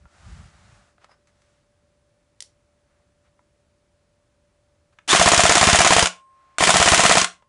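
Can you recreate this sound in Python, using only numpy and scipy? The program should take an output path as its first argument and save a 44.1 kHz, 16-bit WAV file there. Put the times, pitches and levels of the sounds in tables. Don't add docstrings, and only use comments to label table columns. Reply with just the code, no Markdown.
import sys
import numpy as np
from scipy import signal
from scipy.fft import rfft, irfft
from scipy.io import wavfile
from scipy.ndimage import uniform_filter1d

SR = 44100
rng = np.random.default_rng(int(sys.argv[2]) if len(sys.argv) > 2 else 0)


def dump(signal):
    limited = np.clip(np.atleast_2d(signal).T, -1, 1)
    pcm = np.round(limited * 32767).astype(np.int16)
    wavfile.write(sys.argv[1], SR, pcm)


N = 329868
TIME = np.arange(N) / SR
AGE = TIME[:SR // 4]

# t/s, rub level/dB, rumble level/dB
SLIDE_LEVELS = [(0.0, -68, -61), (0.066, -69, -49), (0.102, -65, -94), (0.126, -60.5, -70),
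                (0.296, -53, -42.5), (0.462, -55, -46.5), (0.506, -59, -58), (0.758, -58, -54.5),
                (0.97, -69.5, -77)]
# f/Hz, level/dB
RUG_COLOUR = [(180, -36), (300, -7.5), (553, -8.5), (579, -10), (682, 1.5), (1040, -3.5), (1240, 1.5),
              (2900, -9.5), (7770, -12.5), (10600, -20), (13800, -54), (22000, -120)]
RUMBLE_COLOUR = [(15, -44), (25, -42), (48, -1.5), (70, 1), (120, -7.5), (195, -9), (290, -39), (350, -26),
                 (460, -57), (770, -120)]
AIR_COLOUR = [(15, -39.5), (25, -10), (76, 2), (277, -11), (323, -10), (484, -15.5), (578, -8),
              (623, -14.5), (726, -17), (1440, -19.5), (3070, -25.5), (7840, -28), (10600, -31.5),
              (13800, -64), (22000, -120)]
# f/Hz, level/dB
HUM_TONES = [(585.5, -72.5), (545, -86)]
# t/s, level/dB, added treble/dB, added hollow knock/dB
FINGER_TAPS = [(0.055, -44.5, -28, -0.5), (0.981, -43, -31, -13), (1.044, -35.5, -8.5, -10),
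               (1.093, -48.5, -21, -3.5), (1.116, -40.5, -19, -10), (1.272, -54.5, 5.5, -21),
               (1.419, -55, 5, -21), (3.392, -47, -37, -4), (4.988, -31, -23.5, -26),
               (7.423, -36.5, -19, -12.5)]
# middle t/s, length/s, level/dB, added treble/dB
HAND_BRUSHES = [(1.034, 0.081, -59, -9), (1.119, 0.081, -60.5, -10), (1.287, 0.041, -72, 2),
                (1.463, 0.45, -76.5, 6), (2.95, 0.27, -74, -16), (3.266, 0.072, -68.5, -9),
                (4.933, 0.024, -64, -10), (6.51, 0.61, -62.5, -8.5)]
# t/s, level/dB
FITTING_CHINKS = [(1.092, -71), (1.112, -64)]
# t/s, level/dB, tail against the snap/dB
SELECTOR_SNAPS = [(2.4049, -17.5, -23), (2.4233, -21, -31)]
# f/Hz, level/dB
TAP_COLOUR = [(100, -3), (400, -16), (800, -10.5), (1300, 4), (2200, -2), (4000, -9.5), (7000, -7),
              (10500, -20.5)]
SELECTOR_COLOUR = [(120, -32), (450, -36), (900, -27), (1600, -37), (1950, -7), (2800, -16), (3200, -4.5),
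                   (4400, -7), (5300, 0.5), (7000, -1.5), (9000, -7), (10600, -7.5)]
# f/Hz, level/dB, t60/s
HOLLOW_MODES = [(180, -11.5, 0.057), (379.8, -13.5, 0.027), (574, 0, 0.028), (824, -2, 0.02),
                (991, -0.5, 0.027), (1290, -5.5, 0.045)]
CHINK_MODES = [(5020, 3, 0.1), (5360, -4, 0.18), (10100, -10, .1)]
TRIGGER_MODES = [(1290, 0, .03), (1750, -2, .018), (2480, -5, .035), (2900, -6, .016), (3550, -9, .022)]
# motor start t/s, first shot t/s, second shot t/s, first full-speed shot t/s, last shot t/s,
# motor at rest t/s, starting surge/dB, shot body/dB, shot crack/dB, clack/dB, singing spring/dB
BURSTS = [(5.0771, 5.129, 5.1961, 5.259, 6.0257, 6.10, 4.5, -12, -14, -15, 3.5),
          (6.585, 6.6066, 6.672, 6.7407, 7.215, 7.28, -1, -14, -16.5, -14.5, -11)]
# t/s since a shot, tooth f/Hz, whine/dB, grind/dB
GEAR_LOAD = [(0, 3278, -16, -2), (.018, 3640, -6, 0.5), (.032, 3537, -3.5, 1), (.042, 3228, 0, 1),
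             (.049, 3099, 1.5, 0.5), (.056, 3027, -5, -3), (.09, 3662, 5, -2)]
# t/s, level/dB
THUMP_LEVELS = [(5.13, -31), (5.2, -17.5), (5.32, -18.5), (5.5, -25), (5.67, -21.5), (5.735, -8.5),
                (5.91, -28.5), (6.03, -16), (6.61, -21.5), (6.93, -18), (7.1, -39), (7.22, -26)]
# f/Hz, level/dB
GEAR_COLOUR = [(120, -13.5), (250, -3), (450, -4.5), (700, -4), (1050, 1), (1500, -0.5), (2100, -1),
               (3200, -1), (4500, -4), (7000, -3.5), (8500, -6.5), (10300, -10.5)]
SHOT_COLOUR = [(120, -10.9), (250, -6), (450, 1.2), (700, 1.7), (1050, 6.5), (1500, -9.5), (2100, -1.5),
               (3200, -8), (4500, -7), (7000, -6.5), (8500, -10), (10300, -21.5)]
CLACK_COLOUR = [(120, -5.5), (250, -11), (450, -11), (700, -3), (1050, 2.1), (1500, -0.5), (2100, -1),
                (3200, -3), (4500, -6.5), (7000, -1), (8500, -4), (10300, -10.5)]
# f/Hz, level/dB, t60/s
SHOT_MODES = [(178.4, -17.5, 0.23), (260, -10, .03), (333, -10, .06), (420.4, -8, 0.058), (491, 2.5, .01),
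              (600, -23, .1), (768, -14, 0.12), (873, 0.5, 0.0095), (1011, -14.5, 0.14), (1080, -7, 0.058),
              (1307, -14.5, .04), (1830, -12.5, .035), (6810, -14.5, .1), (7490, -14, .03)]
KNOCK_MODES = [(183.5, -7.5, 0.18), (578, -15.5, 0.033), (694, 1, 0.17), (980, -6.5, 0.069),
               (1280.5, -5, 0.045), (1855, -4.5, 0.049), (2425, -9.5, 0.17)]
CLACK_MODES = [(689, -4, .04), (1055, -8, 0.036), (1478, -7.5, 0.036), (2129, -12, 0.035),
               (3210, -15.5, 0.028), (3560, -15, .05), (6150, -14, .06), (6860, -7, 0.011),
               (7240, -12.5, .02)]
# t/s, body/dB, crack/dB
GEAR_JOLTS = [(6.058, -19, -15), (6.0705, -21, -18), (6.5835, -22, -22.5), (7.2445, -19, -16)]
# f/Hz, level/dB, t60/s
SPRING_MODES = [(1063, -46.5, 2.5), (8468, -62.5, 0.92), (8091, -73, 1.0), (9135, -72.5, .9)]
# f/Hz, t60/s
ROOM_DECAY = [(100, .15), (500, 0.22), (2000, 0.23), (6000, 0.21), (10500, 0.18)]


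def from_db(db):
    return 10 ** (np.asarray(db) / 20)


def along(rows, times):
    row_times, *columns = np.transpose(rows)
    return [np.interp(times, row_times, column) for column in columns]


def at_hz(points, hz):
    row_hz, values = np.transpose(points)
    return np.interp(np.log(hz + 1), np.log(row_hz), values)


def fade(age, t60):
    return np.exp(-np.log(1000) * age / t60)


def add(out, s, sound):
    start = max(round(s * SR), 0)
    out[start:start + len(sound)] += sound[:N - start]


def noise(colour, size=N):
    hz = np.arange(size // 2 + 1) * SR / size
    spectrum = rfft(rng.standard_normal(size)) * from_db(at_hz(colour, hz))
    wave = irfft(spectrum, size)
    return wave / np.sqrt(np.mean(wave ** 2) + 1e-20)


def split(x, edge_hz):
    return [signal.sosfilt(signal.butter(2, edge_hz, kind, fs=SR, output="sos"), x)
            for kind in ("low", "high")]


def ring(modes, vary_db, detune):
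    hz, db, t60 = np.transpose(modes)[:, :, None]
    strength, tuning = rng.standard_normal((2, len(modes), 1))
    signs = (-1) ** np.arange(len(modes))[:, None]
    waves = signs * np.sin(2 * np.pi * hz * (1 + detune * tuning) * AGE)
    return np.sum(from_db(db + vary_db * strength) * fade(AGE, t60) * waves, axis=0)


def rug_slide():
    rub_db, rumble_db = along(SLIDE_LEVELS, TIME)
    moving = np.clip((SLIDE_LEVELS[-1][0] - TIME) / 0.07, 0, 1)
    rub = from_db(rub_db - 1) * noise(RUG_COLOUR)
    rumble = from_db(rumble_db + 0.5) * noise(RUMBLE_COLOUR)
    return moving * (rub + rumble)


def hum_and_air():
    hum = sum(from_db(db) * np.sqrt(2) * np.sin(2 * np.pi * hz * TIME) for hz, db in HUM_TONES)
    return hum + from_db(-67) * noise(AIR_COLOUR)


def finger_taps():
    out = np.zeros(N)
    for s, db, treble_db, knock_db in FINGER_TAPS:
        body, tick = split(noise(TAP_COLOUR, len(AGE)) * fade(AGE, t60=0.026), edge_hz=2500)
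        hollow = from_db(knock_db + 6.5) * ring(HOLLOW_MODES, vary_db=5, detune=0.058)
        add(out, s, from_db(db - 11) * (body + hollow - from_db(treble_db + 5.5) * tick))
    return out


def hand_brushes():
    out = np.zeros(N)
    dull, bright = split(noise(RUG_COLOUR), edge_hz=2500)
    for s, length_s, db, treble_db in HAND_BRUSHES:
        swell = np.cos(np.pi * np.clip((TIME - s) / length_s, -.5, .5))
        out += from_db(db) * swell * (dull - from_db(treble_db) * bright)
    return out


def fitting_chinks():
    out = np.zeros(N)
    for s, db in FITTING_CHINKS:
        add(out, s, from_db(db) * ring(CHINK_MODES, vary_db=2, detune=0.011))
    return out


def selector_clicks():
    out = np.zeros(N)
    for s, db, tail_db in SELECTOR_SNAPS:
        snap = fade(AGE, t60=0.015) + from_db(tail_db) * fade(AGE, t60=0.1)
        add(out, s, from_db(db - 7.5) * noise(SELECTOR_COLOUR, len(AGE)) * snap)
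    return out


def trigger_click(s=4.987):
    out = np.zeros(N)
    add(out, s, from_db(-43.5) * ring(TRIGGER_MODES, vary_db=2, detune=.005))
    return out


def motor_run(start_speed=.55, spin_up_s=.013, coast_s=.075, surge_s=.037, surge_width_s=.014):
    speed, surge_db = np.zeros(N), np.zeros(N)
    for start_s, _, _, _, _, rest_s, db, *_ in BURSTS:
        age = np.maximum(TIME - start_s, 0)
        rising = (age > 0) * (1 - (1 - start_speed) * np.exp(-age / spin_up_s))
        coasting = np.sqrt(np.clip((rest_s - TIME) / coast_s, 0, 1))
        speed += rising * coasting
        surge_db += db * np.exp(-((age - surge_s) / surge_width_s) ** 2)
    return speed, speed ** 3.2 * from_db(surge_db)


def gears(shots, wobble=0.026, grain_db=1.5):
    speed, loudness = motor_run()
    shot_s = np.array(shots)[:, 0]
    latest_shot = np.maximum(np.searchsorted(shot_s, TIME) - 1, 0)
    since_shot = TIME - shot_s[latest_shot]
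    since_shot[TIME < shot_s[0]] = GEAR_LOAD[-1][0]
    tooth_hz, whine_db, grind_db = along(GEAR_LOAD, since_shot)
    flutter = [(20, -1), (300, 0.0), (1200, -25.5), (5000, -67.5)]   # f/Hz, level/dB
    phase = 2 * np.pi * np.cumsum(tooth_hz * speed * (1 + wobble * noise(flutter))) / SR
    tones = np.sin(phase) + from_db(-8) * np.sin(2 * phase) + from_db(-9) * np.sin(phase / 2)
    whine = from_db(whine_db - 24.5) * speed ** 2 * tones
    grind = from_db(grind_db - 17.5) * split(noise(GEAR_COLOUR), edge_hz=300)[1]
    grain = from_db(grain_db * noise(flutter))
    return loudness * grain * (grind + whine)


def firing_cycles(cycle_s=.0589, last_late_s=.0022, scatter_db=1.22, jitter_s=.0004):
    shots = []    # t/s, body/dB, crack/dB, thump/dB
    knocks = []   # t/s, level/dB
    clacks = []   # t/s, body/dB, crack/dB
    for _, first_s, second_s, full_s, last_s, _, _, body_db, crack_db, clack_db, _ in BURSTS:
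        count = round((last_s - full_s) / cycle_s)
        steady_s = np.linspace(full_s, last_s - last_late_s, count, endpoint=False)
        s = np.r_[first_s, second_s, steady_s, last_s]
        gap_s = np.diff(s, append=last_s)
        first, last = s == first_s, s == last_s
        body, crack, thump, knock, clack, snap, knock_lag, clack_lag = rng.standard_normal((len(s), 8)).T
        shots += zip(s,
                     body_db - 4.5 * last + scatter_db * body,
                     crack_db - 6.5 * first + scatter_db * crack,
                     along(THUMP_LEVELS, s)[0] + 4 * thump)
        knock_s = s + .283 * gap_s + jitter_s * knock_lag
        clack_s = s + .464 * gap_s + jitter_s * clack_lag
        knocks += zip(knock_s[:-1], -10.5 - 4.5 * first + scatter_db * knock)
        clacks += zip(clack_s[:-1],
                      clack_db + scatter_db * clack,
                      clack_db + 2.5 - 5.5 * first + scatter_db * snap)
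    return shots, knocks, clacks


def recoil_thumps(shots):
    out = np.zeros(N)
    modes = [(71.8, 0, .04), (190, -5, .028)]   # f/Hz, level/dB, t60/s
    for s, _, _, db in shots:
        add(out, s - .001, from_db(db + 6) * ring(modes, vary_db=2, detune=0.14))
    return split(out, edge_hz=45)[1]


def crash(colour, own_ring, alike, t60, bite_db=0):
    wave = np.sqrt(alike) * own_ring + np.sqrt(1 - alike) * noise(colour, len(AGE))
    loudness = fade(AGE, t60) + from_db(bite_db) * fade(AGE, t60=0.018)
    return split(wave * loudness, edge_hz=360)[1]


def metal_blows(rows, modes, colour, modes_db, body_db, crack_db, t60, alike, bite_db):
    out, own_ring = np.zeros(N), noise(colour, len(AGE))
    for s, level_db, treble_db, *_ in rows:
        body, crack = split(crash(colour, own_ring, alike, t60, bite_db), edge_hz=2950)
        clear = from_db(modes_db) * ring(modes, vary_db=4, detune=0.00088)
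        blow = from_db(level_db) * (clear + from_db(body_db) * body)
        add(out, s, blow - from_db(treble_db + crack_db) * crack)
    return out


def piston_slams(shots):
    return metal_blows(shots, SHOT_MODES, SHOT_COLOUR, modes_db=2, body_db=-3.5, crack_db=5,
                       t60=0.054, alike=0.078, bite_db=-2)


def piston_bounces(shots, delay_s=.0055):
    # f/Hz, level/dB
    colour = [(300, -31.5), (850, -22.5), (1150, -1), (1400, 4.5), (2200, 1), (3500, -11.5),
              (10000, -18.5)]
    out, own_ring = np.zeros(N), noise(colour, len(AGE))
    for s, db, *_ in shots:
        add(out, s + delay_s, from_db(db - 6) * crash(colour, own_ring, alike=.3, t60=0.11))
    return out


def weight_knocks(knocks, contact_s=.0058):
    out = np.zeros(N)
    contact = from_db(-15) + 1 / (1 + (AGE / contact_s) ** 20)
    for s, db in knocks:
        add(out, s, from_db(db + 1) * contact * ring(KNOCK_MODES, vary_db=1.5, detune=0.0075))
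        scrape = noise(CLACK_COLOUR, len(AGE)) * fade(AGE, t60=0.067)
        add(out, s - .001, from_db(db - 3) * scrape)
    return split(out, edge_hz=120)[1]


def metal_clacks(clacks):
    return metal_blows(clacks + GEAR_JOLTS, CLACK_MODES, CLACK_COLOUR, modes_db=2.5, body_db=4.5,
                       crack_db=1.5, t60=0.033, alike=0.091, bite_db=-5)


def singing_spring():
    out = np.zeros(N)
    song = sum(from_db(db) * fade(TIME, t60) * np.sin(2 * np.pi * hz * TIME)
               for hz, db, t60 in SPRING_MODES)
    for _, _, _, _, last_s, *_, db in BURSTS:
        add(out, last_s, from_db(db) * song)
    return out


def room(x, echo_db, delay_s):
    age = TIME[:SR // 2]
    rest, tail = rng.standard_normal(len(age)), 0
    for hz in 200 * 2. ** np.arange(6):
        band, rest = split(rest, hz)
        tail = tail + band * fade(age, at_hz(ROOM_DECAY, hz))
        rest = -rest
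    tail = (tail + rest * fade(age, ROOM_DECAY[-1][1])) * (age > delay_s)
    tail = split(tail, edge_hz=280)[1]
    tail /= np.sqrt(np.sum(tail ** 2))
    return x + from_db(echo_db) * signal.fftconvolve(x, tail)[:N]


def gain_control(x, limit_db, release_db_per_s):
    level_db = 10 * np.log10(np.abs(uniform_filter1d(x ** 2, size=SR // 17)) + 1e-12)
    excess_db = np.maximum(level_db - limit_db, 0)
    recovery_db = release_db_per_s * TIME
    cut_db = np.maximum.accumulate(excess_db + recovery_db, axis=-1) - recovery_db
    return x * from_db(-cut_db)


def scene():
    shots, knocks, clacks = firing_cycles()
    hand = (rug_slide() + finger_taps() + hand_brushes() + fitting_chinks()
            + selector_clicks() + trigger_click())
    rifle = (gears(shots) + recoil_thumps(shots) + piston_slams(shots) + piston_bounces(shots)
             + weight_knocks(knocks) + metal_clacks(clacks))
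    in_room = room(hand + from_db(3.5) * rifle, echo_db=-14, delay_s=0.0099)
    return (in_room + singing_spring() + hum_and_air())[None]


def record(dry):
    ceiling, cutoff_hz = .97, 10600
    levelled = gain_control(dry, limit_db=-11.5, release_db_per_s=2)
    rounded = ceiling * np.tanh(levelled / ceiling)
    return signal.sosfilt(signal.ellip(12, .2, 80, cutoff_hz, fs=SR, output="sos"), rounded)


dry = scene()
out = record(dry)
dump(out)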